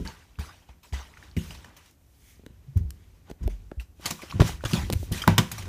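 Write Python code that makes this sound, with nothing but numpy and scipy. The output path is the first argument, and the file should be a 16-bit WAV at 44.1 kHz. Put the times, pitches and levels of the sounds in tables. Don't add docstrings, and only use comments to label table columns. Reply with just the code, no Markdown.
import sys
import numpy as np
from scipy import signal
from scipy.fft import rfft, irfft
from scipy.io import wavfile
from scipy.ndimage import uniform_filter1d

SR = 44100
rng = np.random.default_rng(int(sys.argv[2]) if len(sys.argv) > 2 else 0)


def pcm_store(signal):
    levels = np.round(np.clip(np.atleast_2d(signal), -1, 1) * 32767)
    wavfile.write(sys.argv[1], SR, levels.astype(np.int16).T)


N = 250488

# t/s, tread peak/dB, tread f/Hz, t60/s, hollow peak/dB, hardness (0-1)
BLOWS = [(0.0, -49, 77.5, .11, -30.5, 0.67), (0.046, -32, 59.6, 0.051, -35, 0.64),
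         (0.382, -23, 72.5, 0.13, -42, 0.4), (0.688, -42, 58.6, 0.18, -70, 0.56),
         (0.922, -23, 67, 0.25, -40, 0.62), (1.365, -19.5, 84, 0.07, -21, 0.34),
         (1.49, -38, 70.4, 0.088, -42, 0.3), (2.497, -47.5, 106, 0.074, -48, 0.8),
         (2.67, -37, 135, 0.18, -52, 0.2), (2.757, -11.5, 86.6, 0.071, -28, 0.28),
         (2.806, -22.5, 89.5, 0.12, -49, 0.8), (2.837, -25.5, 67.4, 0.31, -53, 0.7),
         (3.306, -39, 54, 0.075, -61, .45), (3.406, -24, 51.3, 0.33, -37, 0.35),
         (3.435, -18, 45, 0.42, -33.5, 0.75), (3.456, -16.5, 59.6, 0.043, -33, .45),
         (3.769, -24, 58.6, 0.17, -52, 0.47), (4.106, -57, 51.1, .12, -31, 0.94),
         (4.335, -30, 92.7, 0.19, -27.5, 0.2), (4.35, -20, 101, .081, -27.5, 0.65),
         (4.403, -4.5, 110, 0.053, -18, 0.94), (4.441, -25.5, 117, 0.063, -30.5, 0.2),
         (4.52, -30.5, 50.3, .15, -59, 0.24), (4.645, -23, 105, 0.077, -41, 0.53),
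         (4.7, -28.5, 82, 0.044, -42, 0.9), (4.727, -22, 116, 0.079, -17.5, 0.22),
         (4.768, -24.5, 75, 0.21, -28, 0), (4.827, -26, 87, 0.052, -31, .45),
         (4.9, -40, 57.3, 0.072, -25.5, 0.8), (4.923, -19.5, 106, 0.038, -32, .55),
         (4.951, -17, 86, 0.039, -39, .03), (4.996, -24, 83.7, 0.15, -52, 0.76),
         (5.111, -20, 91, 0.045, -23, .7), (5.2728, -15, 100.3, 0.36, -11, 0.43),
         (5.382, -13, 111.4, 0.11, -15, 0.85), (5.518, -34, 108.6, 0.45, -41, 0.43),
         (5.592, -32, 94, 0.34, -44, 0.8)]
# t/s, level/dB, t60/s, tilt/(dB per octave)
SLAPS_AND_SCUFFS = [(0.049, -37.5, 0.2, -3), (.078, -43.5, 0.47, -1.5), (.39, -41, 0.63, -0.25),
                    (.687, -47, 0.22, -5), (0.829, -51, 0.36, 3), (0.9291, -39.5, 0.59, -.5),
                    (1.1685, -54, 0.16, 0), (1.229, -56, 0.11, 4), (1.3648, -45.5, 1, 3),
                    (1.5042, -46, 0.19, 2), (1.5431, -46.5, 0.1, 1.5), (1.644, -39.5, 0.025, 1),
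                    (1.7645, -45.5, 0.096, 4.5), (1.8587, -45, 0.024, 2.5), (2.7655, -50.5, 0.13, 2),
                    (3.2962, -46, .058, 3.5), (3.428, -50, .1, 1.2), (3.494, -53, 0.2, 2),
                    (3.8, -46.5, 0.13, 3), (4.0062, -55.5, .32, 6), (4.0557, -24.5, .13, 2),
                    (4.105, -26, 0.084, 1.5), (4.1909, -48, 0.16, -5), (4.2168, -38, 0.17, -0.5),
                    (4.2972, -42.5, .25, -0.5), (4.4009, -17, 0.082, -5.5), (4.4578, -44, 0.13, 4),
                    (4.6494, -26, .11, -2), (4.709, -35.5, 0.14, -0.5), (4.735, -27.5, .36, -1.1),
                    (5.1173, -34.5, 0.57, 2.5), (5.218, -29.5, .06, 3), (5.2762, -12, 0.12, -7),
                    (5.3798, -11.5, 0.063, 0.6), (5.5149, -26, 0.052, 6), (5.5792, -35.5, 0.17, 1),
                    (5.6226, -34.5, 0.041, -0.3), (5.6542, -38.5, 0.069, -4.5)]
# f/Hz, relative level/dB
SWISH_SPECTRUM = [(180, -4.5), (300, -8.5), (663, -10.5), (781, -7), (1140, -8.5), (1300, -9.5),
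                  (2070, -10), (2830, -10.5), (4880, -15.5), (5950, -13.5), (7750, -19), (12700, -25),
                  (15500, -25.5)]


def gain_of(db):
    return 10 ** (np.asarray(db) / 20)


def unit_rms(x):
    return x / np.sqrt(np.mean(x ** 2) + 1e-20)


def at_frequency(points, hz):
    f, value = np.transpose(points)
    return np.interp(np.log(hz + 1), np.log(f + 1), value)


def add(mix, s, db, sound):
    part = mix[max(round(s * SR), 0):][:len(sound)]
    part += gain_of(db) * sound[:len(part)] / np.abs(sound).max()


def coloured_noise(spectrum):
    white = rfft(rng.standard_normal(N))
    return unit_rms(irfft(white * gain_of(at_frequency(spectrum, np.fft.rfftfreq(N, 1 / SR))), N))


def decaying_power(s, db, t60):
    starts = np.zeros(N)
    np.add.at(starts, np.round(np.asarray(s) * SR).astype(int), gain_of(db) ** 2)
    return signal.lfilter([1], [1, -gain_of(-2 * 60 / (t60 * SR))], starts)


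def house_hush():
    # f/Hz, relative level/dB
    spectrum = [(12, -30), (20, 18), (70, -18), (282, -4), (427, -15), (519, -11), (1500, -21), (2150, -22),
                (4810, -28), (5850, -25), (10500, -28), (13100, -23), (15500, -32)]
    return gain_of(-63) * coloured_noise(spectrum)


def stairwell(x):
    # f/Hz, t60/s
    decay_times = [(200, 0.08), (1000, 0.39), (4000, 0.28), (12000, 0.35)]
    reflections = np.zeros(SR // 2)
    slots = np.arange(150, SR // 2 - 20, 20)
    arrivals = slots + rng.integers(0, 20, len(slots))
    reflections[arrivals] = rng.choice([-1., 1.], len(slots))
    hz, t, bands = signal.stft(reflections, SR, nperseg=256)
    decay = gain_of(-60 * t / at_frequency(decay_times, hz)[:, None])
    tail = signal.istft(bands * decay, SR, nperseg=256)[1]
    return signal.fftconvolve(x, tail / np.linalg.norm(tail))[:N]


def cloth_rustle():
    # t/s of the peak, level/dB, swell/s, fade/s
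    strokes = [(2.3, -64.5, 0.087, 0.076), (3.02, -70.5, 0.048, 0.06), (3.51, -61.5, .015, 0.039)]
    # f/Hz, relative level/dB
    spectrum = [(180, -17), (1500, -3), (2200, 8), (2700, -6), (3400, 4), (4600, -24), (6500, -3),
                (15500, -20.5)]
    t = np.arange(N) / SR
    envelope = sum(gain_of(db) * np.exp(-((t - s) / np.where(t < s, swell, fade)) ** 2)
                   for s, db, swell, fade in strokes)
    return envelope * coloured_noise(spectrum)


def stair_rumble():
    # t/s, level/dB
    loading = [(0.0, -32.5), (.19, -57.5), (1.1, -61.5), (1.5, -41), (1.71, -59.5), (1.96, -58.5),
               (2.7, -54), (3.32, -54), (3.64, -49.5), (3.81, -55.5), (4.38, -53.5), (4.6, -48),
               (4.87, -33), (4.97, -47), (5.09, -35.5), (5.24, -41), (5.51, -66), (5.68, -34.5)]
    # f/Hz, relative level/dB
    heavy_spectrum = [(12, -14), (20, 5), (59, 13.5), (119, -8), (223, -14), (392, -39), (435, -11),
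                      (483, -60), (700, -27), (910, -61), (1540, -120)]
    # f/Hz, relative level/dB
    light_spectrum = [(12, -51), (20, -15.5), (87, 2), (112, -5.5), (130, -15), (161, -6), (195, -20),
                      (353, -19.5), (700, -44.5), (910, -41), (1540, -120)]
    heavy_hz, light_hz = 49.7, 154
    s, db, hz = np.transpose(BLOWS)[:3]
    light = np.clip(np.log(hz / heavy_hz) / np.log(light_hz / heavy_hz), 1e-3, 1 - 1e-3)
    load_power = gain_of(np.interp(np.arange(N) / SR, *np.transpose(loading))) ** 2
    out = np.zeros(N)
    for blow_share, load_share, spectrum in ((1 - light, 0.56, heavy_spectrum),
                                             (light, 0.44, light_spectrum)):
        blow_power = decaying_power(s, db - 23 + 10 * np.log10(blow_share), t60=0.74)
        power = load_share * load_power + uniform_filter1d(blow_power, size=900)
        out += np.sqrt(abs(power)) * coloured_noise(spectrum)
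    return out


def grainy_hiss(per_s, spread_db):
    sizes = gain_of(spread_db * np.minimum(rng.exponential(1, N), 3.5))
    impacts = sizes * (rng.random(N) < per_s / SR)
    band, out = rng.integers(0, 48, N), np.zeros(N)
    for k, hz in enumerate(np.geomspace(900, 14000, 48)):
        cycles = 7.0 if k % 4 == 0 and hz < 5500 else 1.1
        t = np.arange(round(4 * cycles * SR / hz)) / SR
        chirp = np.sin(2 * np.pi * hz * t * (1 + 0.0057 * hz * t))
        grain = chirp * np.exp(-hz * t / cycles) * np.minimum(hz * t, 1) * hz / 3000
        out += signal.oaconvolve(impacts * (band == k), grain)[:N]
    return 0.37 * unit_rms(out) + rng.standard_normal(N)


def swish_timbre(x, tilt_db, patchy_db):
    hz, t, frames = signal.stft(x, SR, nperseg=512, noverlap=384)
    patches = uniform_filter1d(rng.standard_normal(frames.shape), size=6, axis=0)
    patches = unit_rms(uniform_filter1d(patches, size=10, axis=1))
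    tilt = np.interp(t, np.arange(len(x)) / SR, tilt_db * np.ones(len(x)))
    octaves = np.log2((hz[:, None] + 200) / 4000)
    shape_db = at_frequency(SWISH_SPECTRUM, hz)[:, None] + octaves * tilt + patchy_db * patches
    return signal.istft(frames * gain_of(shape_db), SR, nperseg=512, noverlap=384)[1][:len(x)]


def swish():
    # t/s, level/dB, tilt/(dB per octave)
    movement = [(0.0, -57, 2), (.3, -67, 0.5), (.8, -74, 0.5), (1.1, -67.5, -1.5), (1.24, -53.5, -0.5),
                (1.36, -66, -1), (1.45, -53.5, 2.5), (1.7, -56.5, -3.5), (1.9, -60.5, 1.9), (1.96, -77, 7),
                (2.31, -58.5, 7), (2.44, -72.5, 1), (3.24, -69, 0.5), (3.3, -55, -5), (3.34, -87, 7),
                (3.39, -70, -4.5), (3.43, -60, -2), (3.7, -72.5, 2), (3.94, -81, 5.5), (4.052, -42.5, -1.5),
                (4.13, -52.5, 3.3), (4.39, -52, -1.5), (4.478, -33.5, 2), (4.599, -61, 0.5),
                (4.7, -40.5, 3), (4.88, -54, 3.5), (5.04, -50.5, 6.5), (5.11, -57, 0.5), (5.18, -37, 2.5),
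                (5.22, -46.5, -2.5), (5.36, -52, -2), (5.57, -48, 1.5), (5.68, -53.5, -0.5)]
    s, db, tilt_db = np.transpose(movement)
    burst_s, burst_db = np.transpose(SLAPS_AND_SCUFFS)[:2]
    t = np.arange(N) / SR
    noise = swish_timbre(grainy_hiss(per_s=3800, spread_db=3.5), np.interp(t, s, tilt_db), patchy_db=-1)
    power = gain_of(np.interp(t, s, db)) ** 2 + decaying_power(burst_s, burst_db - 13.5, t60=0.21)
    return noise * np.sqrt(power / (uniform_filter1d(noise ** 2, size=8000) + 1e-12))


def slaps_and_scuffs():
    out, t = np.zeros(N), np.arange(SR // 3) / SR
    hiss = grainy_hiss(per_s=5000, spread_db=2.0)
    for s, db, t60, tilt_db in SLAPS_AND_SCUFFS:
        grains = np.resize(hiss[round(s * SR / 2):], len(t))
        burst = unit_rms(swish_timbre(grains, tilt_db, patchy_db=4.0))
        rise_s = 0.0012 * np.exp(-0.03 * db)
        envelope = gain_of(db - 60 * t / t60) * np.minimum(t / rise_s, 1)
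        start = round(s * SR)
        out[start:][:len(t)] += (burst * envelope)[:N - start]
    return out


def bubbles():
    # t/s, peak level/dB, starting f/Hz
    notes = [(0.0638, -33, 1600), (0.3563, -50, 2580), (0.849, -50.5, 925), (0.9444, -34, 1940),
             (1.139, -42.5, 1990), (1.172, -41.5, 1410), (1.2268, -40, 1710), (1.3136, -43.5, 4350),
             (1.5075, -32.5, 2740), (3.4994, -52, 2200), (4.1924, -39.5, 1080), (4.3098, -31, 2470),
             (4.314, -31, 4140), (4.3247, -28.5, 1070), (4.608, -39, 1430), (5.239, -22, 1350)]
    out = np.zeros(N)
    for s, db, hz in notes:
        t = np.arange(round(40 * SR / hz)) / SR
        phase = 2 * np.pi * hz * t * (1 + 0.0041 * hz * t)
        pair = np.sin(phase) + 0.34 * np.sin(1.186 * phase)
        add(out, s, db, pair * np.exp(-hz * t / 3.4) * (1 - np.exp(-hz * t / 0.68)))
    return out


def snaps():
    # t/s, peak level/dB, centre f/Hz, quality factor Q
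    cracks = [(0.0752, -25.5, 4450, 12), (0.3882, -33.5, 1310, 2.4), (0.926, -33.5, 1960, 0.85),
              (1.3666, -31.5, 2140, 12), (1.912, -39, 3020, 0.38), (2.4638, -31, 1360, 0.77),
              (2.7755, -23.5, 1290, 0.29), (2.9062, -20.5, 6440, 0.49), (3.3132, -30, 1800, .73),
              (3.4674, -38, 1300, 0.7), (3.4773, -24, 1350, 0.49), (3.7154, -35.5, 1210, 3.3),
              (3.7982, -33, 2640, 8.8), (4.0622, -15.5, 6400, 7.2), (4.1107, -12, 4630, 0.63),
              (4.405, -18.5, 1300, 1.7), (4.419, -13, 1280, 0.9), (4.6406, -27.5, 1360, 2.3),
              (4.7338, -15, 3040, 3), (4.9016, -15.5, 3260, 0.67), (4.9262, -12.5, 3670, 0.67),
              (4.9313, -9, 3020, 0.25), (4.9363, -11.5, 1300, 0.39), (5.124, -20.5, 6700, 1.7),
              (5.2777, -1, 1540, 0.5), (5.381, -3, 1520, 0.77), (5.5159, -27, 1500, 1.24)]
    out, t = np.zeros(N), np.arange(2048) / SR
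    for s, db, hz, q in cracks:
        t60 = 0.0087 + 3 * q / hz
        drive = (rng.standard_normal(len(t)) + 5.3 * (t == 0)) * gain_of(-60 * t / t60)
        q = max(q, .3)
        ring = signal.lfilter(*signal.iirpeak(hz, q, SR), drive)
        bright_edge = 0.067 / q ** 2 * np.diff(drive, prepend=0)
        add(out, s, db, ring + bright_edge)
    return out


def knocks():
    # t/s, peak level/dB, f/Hz, t60/s
    contacts = [(0.0, -29, 251, 0.1), (0.02, -40, 270, 0.13), (1.366, -26.5, 246, 0.074),
                (2.395, -39.5, 225, 0.027), (2.436, -41, 248, 0.039), (2.465, -32, 275, 0.029),
                (3.301, -30, 403, 0.019), (3.314, -26, 259, 0.016), (3.478, -21, 374, 0.022),
                (3.718, -24.5, 343, 0.014), (3.997, -39.5, 330, 0.027), (4.107, -32, 902, 0.018),
                (4.234, -30.5, 333, 0.036), (4.397, -8.5, 261, 0.039), (4.418, -8.5, 355, 0.028),
                (4.492, -29, 783, 0.018), (4.638, -22, 552, 0.015), (4.655, -24.5, 304, 0.034),
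                (4.7347, -21, 213, 0.08), (4.9, -16, 463, 0.011), (4.932, -22, 280, 0.027),
                (5.03, -26.5, 336, 0.018), (5.114, -33, 275, 0.048), (5.277, -7.5, 963, 0.02),
                (5.385, -17.5, 985, 0.058), (5.672, -34.5, 320, 0.03)]
    partials = ((1, 1), (1.586, 0.5), (0.664, 0.41))
    out, t = np.zeros(N), np.arange(SR // 8) / SR
    for s, db, hz, t60 in contacts:
        note = sum(gain * np.sin(2 * np.pi * ratio * hz * t) for ratio, gain in partials)
        add(out, s, db, note * gain_of(-60 * t / t60) * np.minimum(t / 0.0011, 1))
    return out


def tread_thuds():
    # f/Hz, relative level/dB, t60/s
    hollow_modes = [(163, 4, 0.24), (191.5, 0.5, 0.25), (226.9, 1, 0.21), (296, -4.5, 0.16),
                    (360, -3.5, 0.19), (416, -27, 0.34), (509, -14, 0.29), (688, -16, 0.1),
                    (1002, -17.5, 0.2), (1290, -30, 0.11), (1430, -28, 0.4), (1980, -25, 0.11)]
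    soft_rise_s, hard_rise_s = 0.023, 0.00202
    soft_tilt_db, hard_tilt_db = -8, 3
    out, t = np.zeros(N), np.arange(SR // 2) / SR
    mode_hz, mode_db, mode_t60 = np.transpose(hollow_modes)[:, :, None]
    polarity = (-1) ** np.arange(len(mode_hz))[:, None]
    modes = polarity * gain_of(mode_db - 60 * t / mode_t60) * np.sin(2 * np.pi * mode_hz * t)
    for s, db, hz, t60, hollow_db, hardness in BLOWS:
        rise_s = soft_rise_s * (hard_rise_s / soft_rise_s) ** hardness
        swing = -np.sin(2 * np.pi * hz * t) * gain_of(-60 * t / t60)
        add(out, s, db, swing * (1 - np.exp(-(t / rise_s) ** 2)))
        add(out, s, db - 11, np.hanning(900))
        tilt_db = soft_tilt_db + (hard_tilt_db - soft_tilt_db) * hardness
        hollow = (gain_of(tilt_db * np.log2(mode_hz / mode_hz[0])) * modes).sum(axis=0)
        add(out, s, hollow_db, hollow * np.minimum(t / 0.0028, 1))
    return out


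def scene():
    sharp = knocks() + snaps() + bubbles()
    swishing = swish() + slaps_and_scuffs()
    echoes = stairwell(gain_of(-16) * sharp + gain_of(-16.5) * swishing)
    mix = tread_thuds() + sharp + swishing + echoes + cloth_rustle() + stair_rumble() + house_hush()
    return mix[None]


def record(dry):
    low_hz, high_hz = 42, 15300
    thinned = signal.sosfilt(signal.butter(3, low_hz, "high", fs=SR, output="sos"), dry)
    low_pass = signal.firwin(511, high_hz, window=("kaiser", 9), fs=SR)
    return signal.oaconvolve(thinned, low_pass[None], "same")


dry = scene()
out = record(dry)
pcm_store(out)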